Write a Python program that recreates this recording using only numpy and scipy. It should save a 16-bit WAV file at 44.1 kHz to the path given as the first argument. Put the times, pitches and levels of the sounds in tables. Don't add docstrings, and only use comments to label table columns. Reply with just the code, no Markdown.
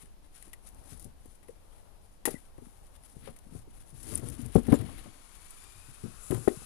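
import sys
import numpy as np
from scipy import signal
from scipy.fft import rfft, irfft
from scipy.io import wavfile
from scipy.ndimage import uniform_filter1d

SR = 44100
rng = np.random.default_rng(int(sys.argv[2]) if len(sys.argv) > 2 else 0)


def store_wav(level_fs):
    pcm = np.round(np.clip(np.atleast_2d(level_fs), -1, 1) * 32767)
    wavfile.write(sys.argv[1], SR, pcm.T.astype(np.int16))


N = 293265
T = np.arange(N) / SR

# f/Hz, level/dB, t60/s (knocks scale level and t60 blow by blow)
WOOD_MODES = [(51, -8, 0.57), (75.1, -0.5, 0.025), (97, -3, 0.14), (118.9, -3, 0.22), (145.3, -3, 0.12),
              (166.8, -2, 0.11), (183.3, -10.5, 0.19), (233.3, -2.5, 0.17), (262.1, 0.5, 0.091),
              (329, 1.5, 0.1), (386.2, -4.5, 0.13), (422.7, -1, 0.091), (475, -2.5, 0.092),
              (550, -4.5, 0.093), (627, -6, 0.11), (753.4, -2, 0.11), (876, -3, 0.072), (1038, -3.5, 0.065),
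              (1207, -7, 0.12)]


def undb(db):
    return 10 ** (np.asarray(db) / 20)


def level(x, db):
    return x * undb(db) / np.sqrt(np.mean(x ** 2))


def curves(table):
    s, *columns = np.transpose(table)
    return [np.interp(T, s, column) for column in columns]


def band(x, lo_hz, hi_hz):
    return signal.sosfilt(signal.butter(2, [lo_hz, hi_hz], "band", fs=SR, output="sos"), x)


def coloured(spectrum):
    hz, db = np.transpose(spectrum)
    f = np.arange(N // 2 + 1) * SR / N + 1
    gain = undb(np.interp(np.log(f), np.log(hz), db)) * (f > 12)
    return irfft(rfft(rng.standard_normal(N)) * gain, N)


def walk(rate_hz):
    step = int(SR / rate_hz)
    held = np.repeat(rng.standard_normal(N // step + 1), step)
    return uniform_filter1d(held, step)[:N]


def port(x):
    port_hz, width_hz, port_db = 9920, 760, 11.5
    resonance = signal.lfilter(*signal.iirpeak(port_hz, port_hz / width_hz, SR), x)
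    return x + undb(port_db) * resonance


def add(out, s, x, peak_db):
    i = int(s * SR)
    out[i:i + len(x)] += (x * undb(peak_db) / np.abs(x).max())[:N - i]


def strokes(s, db, rise, hold, fall, rest_db):
    s, db, rise, hold, fall = (np.reshape(c, (-1, 1)) for c in (s, db, rise, hold, fall))
    t = T[::32]
    before, after = (s - t) / rise, (t - s - hold) / fall
    away = np.maximum(np.maximum(before, after), 0)
    energy = np.sum(undb(db - 20 * away) ** 2, axis=0) + undb(rest_db) ** 2
    return np.interp(T, t, np.sqrt(energy))


def whine(phase, width_hz, db):
    low_pass = signal.butter(2, width_hz / 2, fs=SR, output="sos")
    smear = signal.sosfilt(low_pass, rng.standard_normal((2, N)))
    return level(smear[0] * np.cos(phase) + smear[1] * np.sin(phase), db)


def yard():
    # (per Hz, shape only)
    yard_spectrum = [(30, 1), (80, -0.5), (190, -25.5), (400, -9), (800, -8), (1300, -17), (2500, -35),
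                     (6000, -31), (14000, -31.5)]
    return level(port(coloured(yard_spectrum)), -67) * undb(2.3 * walk(2.99))


def rumble():
    # t/s, level/dB
    rumble_course = [(0.0, -67), (1.17, -57), (1.39, -63.5), (3.11, -63), (3.58, -54.5), (3.96, -62),
                     (4.7, -47.5), (5.17, -66.5), (5.72, -63), (6.65, -58.5)]
    rumble_db = curves(rumble_course)[0] + 3.7 * walk(13)
    return undb(rumble_db) * level(band(rng.standard_normal(N), 23.4, 73), 0)


def saw():
    # t/s, tooth rate f/Hz, common level/dB, and within it overtone level/dB,
    # level/dB of the screech of the blade in the cut
    saw_course = [(4.6, 1117, -96, -8, -9), (4.9, 1114, -69, -1.5, 2), (5.3, 1110, -67.5, -7, -2),
                  (5.56, 1150, -67, -4, 3), (5.62, 1185, -66, 2, -3), (5.9, 1260, -67.5, -3.5, 0.5),
                  (6.19, 1292, -62.5, -14, 3.5), (6.24, 1287, -62.5, -11, 11.5), (6.65, 1320, -61, -6, 6)]
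    # multiple of the tooth rate, width f/Hz, level/dB
    saw_orders = [(2, 120, -4), (3, 260, -8.5), (4, 120, -7.5), (6, 330, -5.5), (7, 230, -10)]
    tooth_hz, db, overtones_db, screech_db = curves(saw_course)
    phase = 2 * np.pi * np.cumsum(tooth_hz) / SR
    hiss = level(band(rng.standard_normal(N), 390, 8600), 0.23)
    fundamental = whine(phase, 440, -3.3)
    upper = band(rng.standard_normal(N), 10200, 12500)
    screech = level(port(band(upper, 6100, 7700)), 0)
    overtones = np.zeros(N)
    for order, width_hz, order_db in saw_orders:
        overtones += whine(order * phase, width_hz, order_db) * undb(1.06 * walk(6))
    return undb(db) * (hiss + fundamental + undb(overtones_db) * overtones + undb(screech_db) * screech)


def grind():
    # t/s, level/dB, rise t/s, fall t/s (each spans 20 dB)
    drags = [(0.0, -58, .02, 0.083), (0.36, -78, .05, .1), (1.03, -63, 0.99, 0.18), (1.47, -69.5, .2, 0.53),
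             (2.31, -64, .12, 0.24), (2.64, -84, .25, .16), (3.26, -57.5, 0.22, 0.19),
             (3.56, -52, 0.12, .08), (4.17, -43.5, .2, 0.45), (4.7, -37.5, 0.066, 0.33),
             (6.06, -53.5, 0.087, 0.13), (6.31, -40, 0.011, 0.18)]
    slips = rng.standard_normal(N) * undb(3.4 * walk(60))
    body = np.zeros(N)
    for hz, db, _ in WOOD_MODES:
        weight = undb(db) / (1 + (hz / 300) ** 2)
        body += weight * band(slips, hz / 1.097, hz * 1.081)
    s, db, rise, fall = np.transpose(drags)
    rest_db = -80
    return strokes(s, db, rise, 0, fall, rest_db) * level(body, 0)


def rustle():
    # t/s, bright level/dB, rise t/s, hold t/s, fall t/s,
    # dull level/dB against the bright; rise and fall span 20 dB
    rubs = [(0.0, -58.5, .02, 0.02, .1, -5.5), (0.246, -70, .02, .01, .12, -3.5),
            (0.351, -57.5, .03, 0.079, 0.14, -6.5), (0.669, -57, 0.06, 0.0089, 0.06, -8),
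            (0.923, -55, 0.18, .01, 0.08, -8), (1.02, -61.5, 0.13, 0.033, 0.06, -14),
            (1.272, -63.5, .12, 0.059, 0.13, -9.5), (1.49, -64, .04, .01, .06, -10),
            (1.78, -68, 0.28, .01, 0.081, -4), (2.026, -72.5, .1, .14, .05, -12),
            (2.266, -51, 0.0087, 0.05, 0.15, -6.5), (2.642, -64.5, 0.1, .01, 0.23, -7.5),
            (2.75, -69, .1, .13, .05, -9), (2.954, -64, 0.063, 0.0092, .03, -4.5),
            (3.037, -64, 0.041, 0.29, .1, -9.5), (3.238, -63.5, 0.05, 0.04, 0.08, 3.5),
            (3.358, -74.5, 0.056, 0.044, 0.12, 3), (3.586, -59, 0.24, 0.011, 0.044, -8),
            (3.71, -65.5, 0.035, 0.099, .1, -5.5), (3.98, -57, 0.043, 0.075, .2, -9),
            (4.153, -45, 0.27, 0.0046, 0.072, -8.5), (4.275, -51, .2, 0.0076, 0.23, -6.5),
            (4.393, -59.5, .1, .12, .2, -3.5), (4.57, -50.5, 0.075, .01, 0.086, -4),
            (4.741, -51, .18, 0.0076, 0.13, 0), (4.854, -58.5, 0.069, 0.081, 0.55, 0),
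            (5.353, -59.5, 0.48, 0.71, .2, -5.5), (6.341, -50, 0.072, 0.0082, 0.084, -4),
            (6.452, -60, 0.09, 0.25, .3, -25)]
    s, db, rise, hold, fall, dull_db = np.transpose(rubs)
    slips = rng.standard_normal(N) * undb(2.1 * walk(400) + 2.4 * walk(60))
    bright = level(port(band(slips, 2940, 11050)), 0)
    dull = level(band(slips, 950, 4430), 0)
    rest_db = -81
    bright_gain = strokes(s, db, rise, hold, fall, rest_db)
    dull_gain = strokes(s, db + dull_db, rise, hold, fall, rest_db)
    return bright_gain * bright + dull_gain * dull


def squeaks():
    # t/s, peak level/dB, start f/Hz, end f/Hz, length t/s
    glides = [(2.32, -49, 2080, 1920, 0.067), (4.154, -19.5, 10400, 8050, 0.0037),
              (4.286, -33.5, 10100, 8740, 0.0041), (4.577, -55, 7300, 7260, 0.018),
              (4.733, -45.5, 7250, 7170, 0.041)]
    out = np.zeros(N)
    for s, peak_db, start_hz, end_hz, length in glides:
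        n = int(length * SR)
        stutter = 1 + 25 * length * walk(255)[:n]
        phase = 2 * np.pi * np.cumsum(np.linspace(start_hz, end_hz, n)) / SR
        add(out, s, np.hanning(n) ** .5 * stutter * np.sin(phase), peak_db)
    return out


def ticks():
    # t/s, bright peak level/dB, dull peak level/dB against it, t60/s of the fizz
    snaps = [(0.4252, -37, -13, 0.017), (0.4802, -50, -8, .022), (0.532, -37.5, -7.5, 0.045),
             (0.5365, -43, -2, 0.0083), (0.689, -40, -23, 0.014), (0.7466, -48, -19, 0.018),
             (0.996, -42, -17, 0.057), (1.026, -39, -24, 0.018), (1.044, -38.5, -27, 0.035),
             (1.257, -50, -16, .029), (1.4287, -55.5, -3, 0.086), (1.483, -51.5, -4, .031),
             (2.2542, -16.5, -7.5, 0.063), (2.28, -33, -3.5, 0.081), (2.308, -34.5, -19, .045),
             (2.579, -54, -7, 0.058), (3.036, -49, -13, .029), (3.239, -51, -8, 0.15),
             (3.2753, -62, -7, .021), (3.363, -45, -7, .05), (3.388, -48, -23, 0.026),
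             (3.577, -48.5, -20, .032), (4.0298, -38.5, -34, 0.044), (4.138, -32, -13, .025),
             (4.149, -28, -39, .022), (4.1757, -30, -20, 0.03), (4.1954, -37.5, -12.5, .025),
             (4.2856, -40, -15, .021), (4.2992, -37, -24, 0.027), (4.415, -38, -21, 0.05),
             (4.4611, -34, -32, .018), (4.55, -33.5, -29, 0.074), (4.563, -37, -2, 0.029),
             (4.6325, -45, -30, 0.035), (4.6678, -38.5, -7.5, 0.069), (4.723, -32, 0, 0.042),
             (4.7396, -33, -30, 0.057), (4.788, -39, -27, 0.032), (4.812, -40.5, -8, 0.04),
             (4.9791, -45, -3.5, 0.081), (5.5063, -39, -34, 0.033), (6.309, -27.5, -12, 0.032),
             (6.346, -30.5, -13, 0.026), (6.4794, -34.5, 0, 0.053)]
    fizz_db = -11.5
    out, t = np.zeros(N), T[:SR // 5]
    for s, peak_db, dull_db, t60 in snaps:
        burst = undb(fizz_db) * rng.standard_normal(len(t)) * 1000 ** (-t / t60)
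        burst[20] += 1
        add(out, s, port(band(burst, 5800, 14200)), peak_db)
        dull = band(burst, 1770, 2090) + 0.56 * band(burst, 650, 3000)
        add(out, s, dull, peak_db + dull_db)
    return out


def knocks():
    # t/s, peak level/dB, log pitch f/Hz, slope above that pitch (hardness) in level/dB
    blows = [(0.029, -48.5, 172, -8, 0.61), (0.471, -52, 173, -7, .6), (0.919, -42, 145, -11.5, 0.87),
             (1.044, -50, 102, -13, 0.4), (1.052, -41, 145, -10, 0.62), (1.254, -46.5, 355, -10, 0.3),
             (1.485, -44.5, 520, -5, .2), (1.491, -40, 483, -29, 0.52), (2.253, -33, 350, -18, 0.27),
             (2.275, -24, 445, -6, 0.53), (2.285, -34, 420, -11, 0.36), (2.31, -46, 297, -13, .3),
             (2.33, -56, 380, -18, 0.47), (2.341, -32, 214, -11, 0.16), (2.582, -40.5, 253, -6, 0.38),
             (2.621, -44, 252, -21, 0.35), (2.667, -45.5, 243, -34, 0.29), (3.166, -36.5, 133, -11, 0.28),
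             (3.224, -49.5, 146, -9, 1.1), (3.274, -36, 580, -1, 0.51), (3.285, -41.5, 127, -1.5, 0.85),
             (3.462, -47, 210, -12, 0.73), (3.522, -41, 193, -13.5, 0.57), (3.549, -34.5, 78, -7, 0.51),
             (3.574, -46.5, 114, -27, 0.69), (3.672, -49, 316, -27, 0.55), (3.926, -44, 119.5, -12, 1.3),
             (4.034, -47.5, 116, -12, 0.9), (4.08, -44, 300, -10, 1.7), (4.119, -35, 102, -3, 1.2),
             (4.171, -43, 135, -10, 1.5), (4.224, -34, 126, -6, 1.46), (4.279, -40, 121, -9.5, 3.1),
             (4.391, -32.5, 248, -21, 1), (4.428, -34.5, 97, -12, 0.33), (4.453, -36.5, 118, -6, .71),
             (4.554, -9, 240.7, -11.5, 0.49), (4.562, -14, 179, -6.5, 0.34),
             (4.578, -20.5, 221, -8.5, 0.62), (4.682, -19.5, 216, -9.5, 0.72), (4.716, -16, 110, -6, 0.4),
             (4.726, -8, 282, -5.5, 0.47), (4.739, -15, 297, -4, 0.46), (4.788, -29.5, 116, -9, 1.26),
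             (4.818, -33, 193, -15.5, 1.6), (4.888, -42.5, 155, -0.5, 0.59),
             (5.057, -41.5, 113, -4.5, 0.64), (5.755, -52.5, 103, -10.5, .72), (5.882, -46, 106, -9, 0.83),
             (6.037, -29, 187, -16.5, 1), (6.055, -39, 192, -7.5, 0.87), (6.305, -21.5, 160, -7.5, 0.35),
             (6.315, -24.5, 117, -1, 0.53), (6.324, -24, 370, -18, 0.4), (6.341, -28, 133, -3, 1.2),
             (6.37, -34, 130, -5.5, 1.2), (6.476, -11.5, 405, -9, .3), (6.483, -13, 418, -5.5, 0.08),
             (6.568, -38.5, 160, -11, 0.24), (6.617, -46, 102, -0.5, 0.34)]
    below_db_per_octave = 8.5
    bounce_s = .013
    out, t = np.zeros(N), T[:SR // 4]
    crowd_hz = 1300 * 2 ** np.arange(0, 2.2, 1 / 16)
    crowd = np.array([crowd_hz, np.full_like(crowd_hz, -10), 75 / crowd_hz]).T
    for s, peak_db, log_hz, above_db, ring in blows:
        log_mode = [(log_hz, 2.5, .1)]
        hz, db, t60 = np.vstack([log_mode, WOOD_MODES, crowd]).T[:, :, None]
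        detune, polarity, unevenness = rng.standard_normal((3, len(hz), 1))
        f = hz * (1 + 0.027 * detune)
        octaves = np.log2(f / log_hz)
        slope = np.where(octaves > 0, above_db, below_db_per_octave)
        gain = np.sign(polarity) * undb(db + 1.5 * unevenness + slope * octaves)
        decay = 1000 ** (-t / (t60 * ring))
        modes = np.sum(gain * np.sin(2 * np.pi * f * t) * decay, axis=0)
        modes *= 1 - np.exp(-t * log_hz / .5)
        bounces = rng.standard_normal(2048) * (rng.random(2048) < .012)
        hits = bounces * np.exp(-t[:2048] / (bounce_s * ring))
        hits[0] = 2.98
        add(out, s, signal.fftconvolve(modes, hits)[:len(t)], peak_db)
    tail = band(rng.standard_normal(len(t)), 196, 3300) * 1000 ** (-t / 0.21)
    return out + undb(-42.0) * signal.fftconvolve(out, tail)[:N]


def scene():
    heard = knocks() + ticks() + squeaks() + rustle() + grind() + saw() + rumble() + yard()
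    return np.array([2 * heard, np.zeros(N)])


def record(dry):
    # (per Hz, shape only)
    hiss_spectrum = [(15, 6.5), (60, -16), (200, -21), (600, -31), (1500, -36), (4000, -39.5),
                     (8000, -43.5), (15000, -45.5)]
    hiss_db, top_hz = -55, 14250
    hiss = np.array([level(coloured(hiss_spectrum), hiss_db) for _ in dry])
    low_pass = signal.ellip(10, .2, 80, top_hz, fs=SR, output="sos")
    return signal.sosfilt(low_pass, dry + hiss)


dry = scene()
out = record(dry)
store_wav(out)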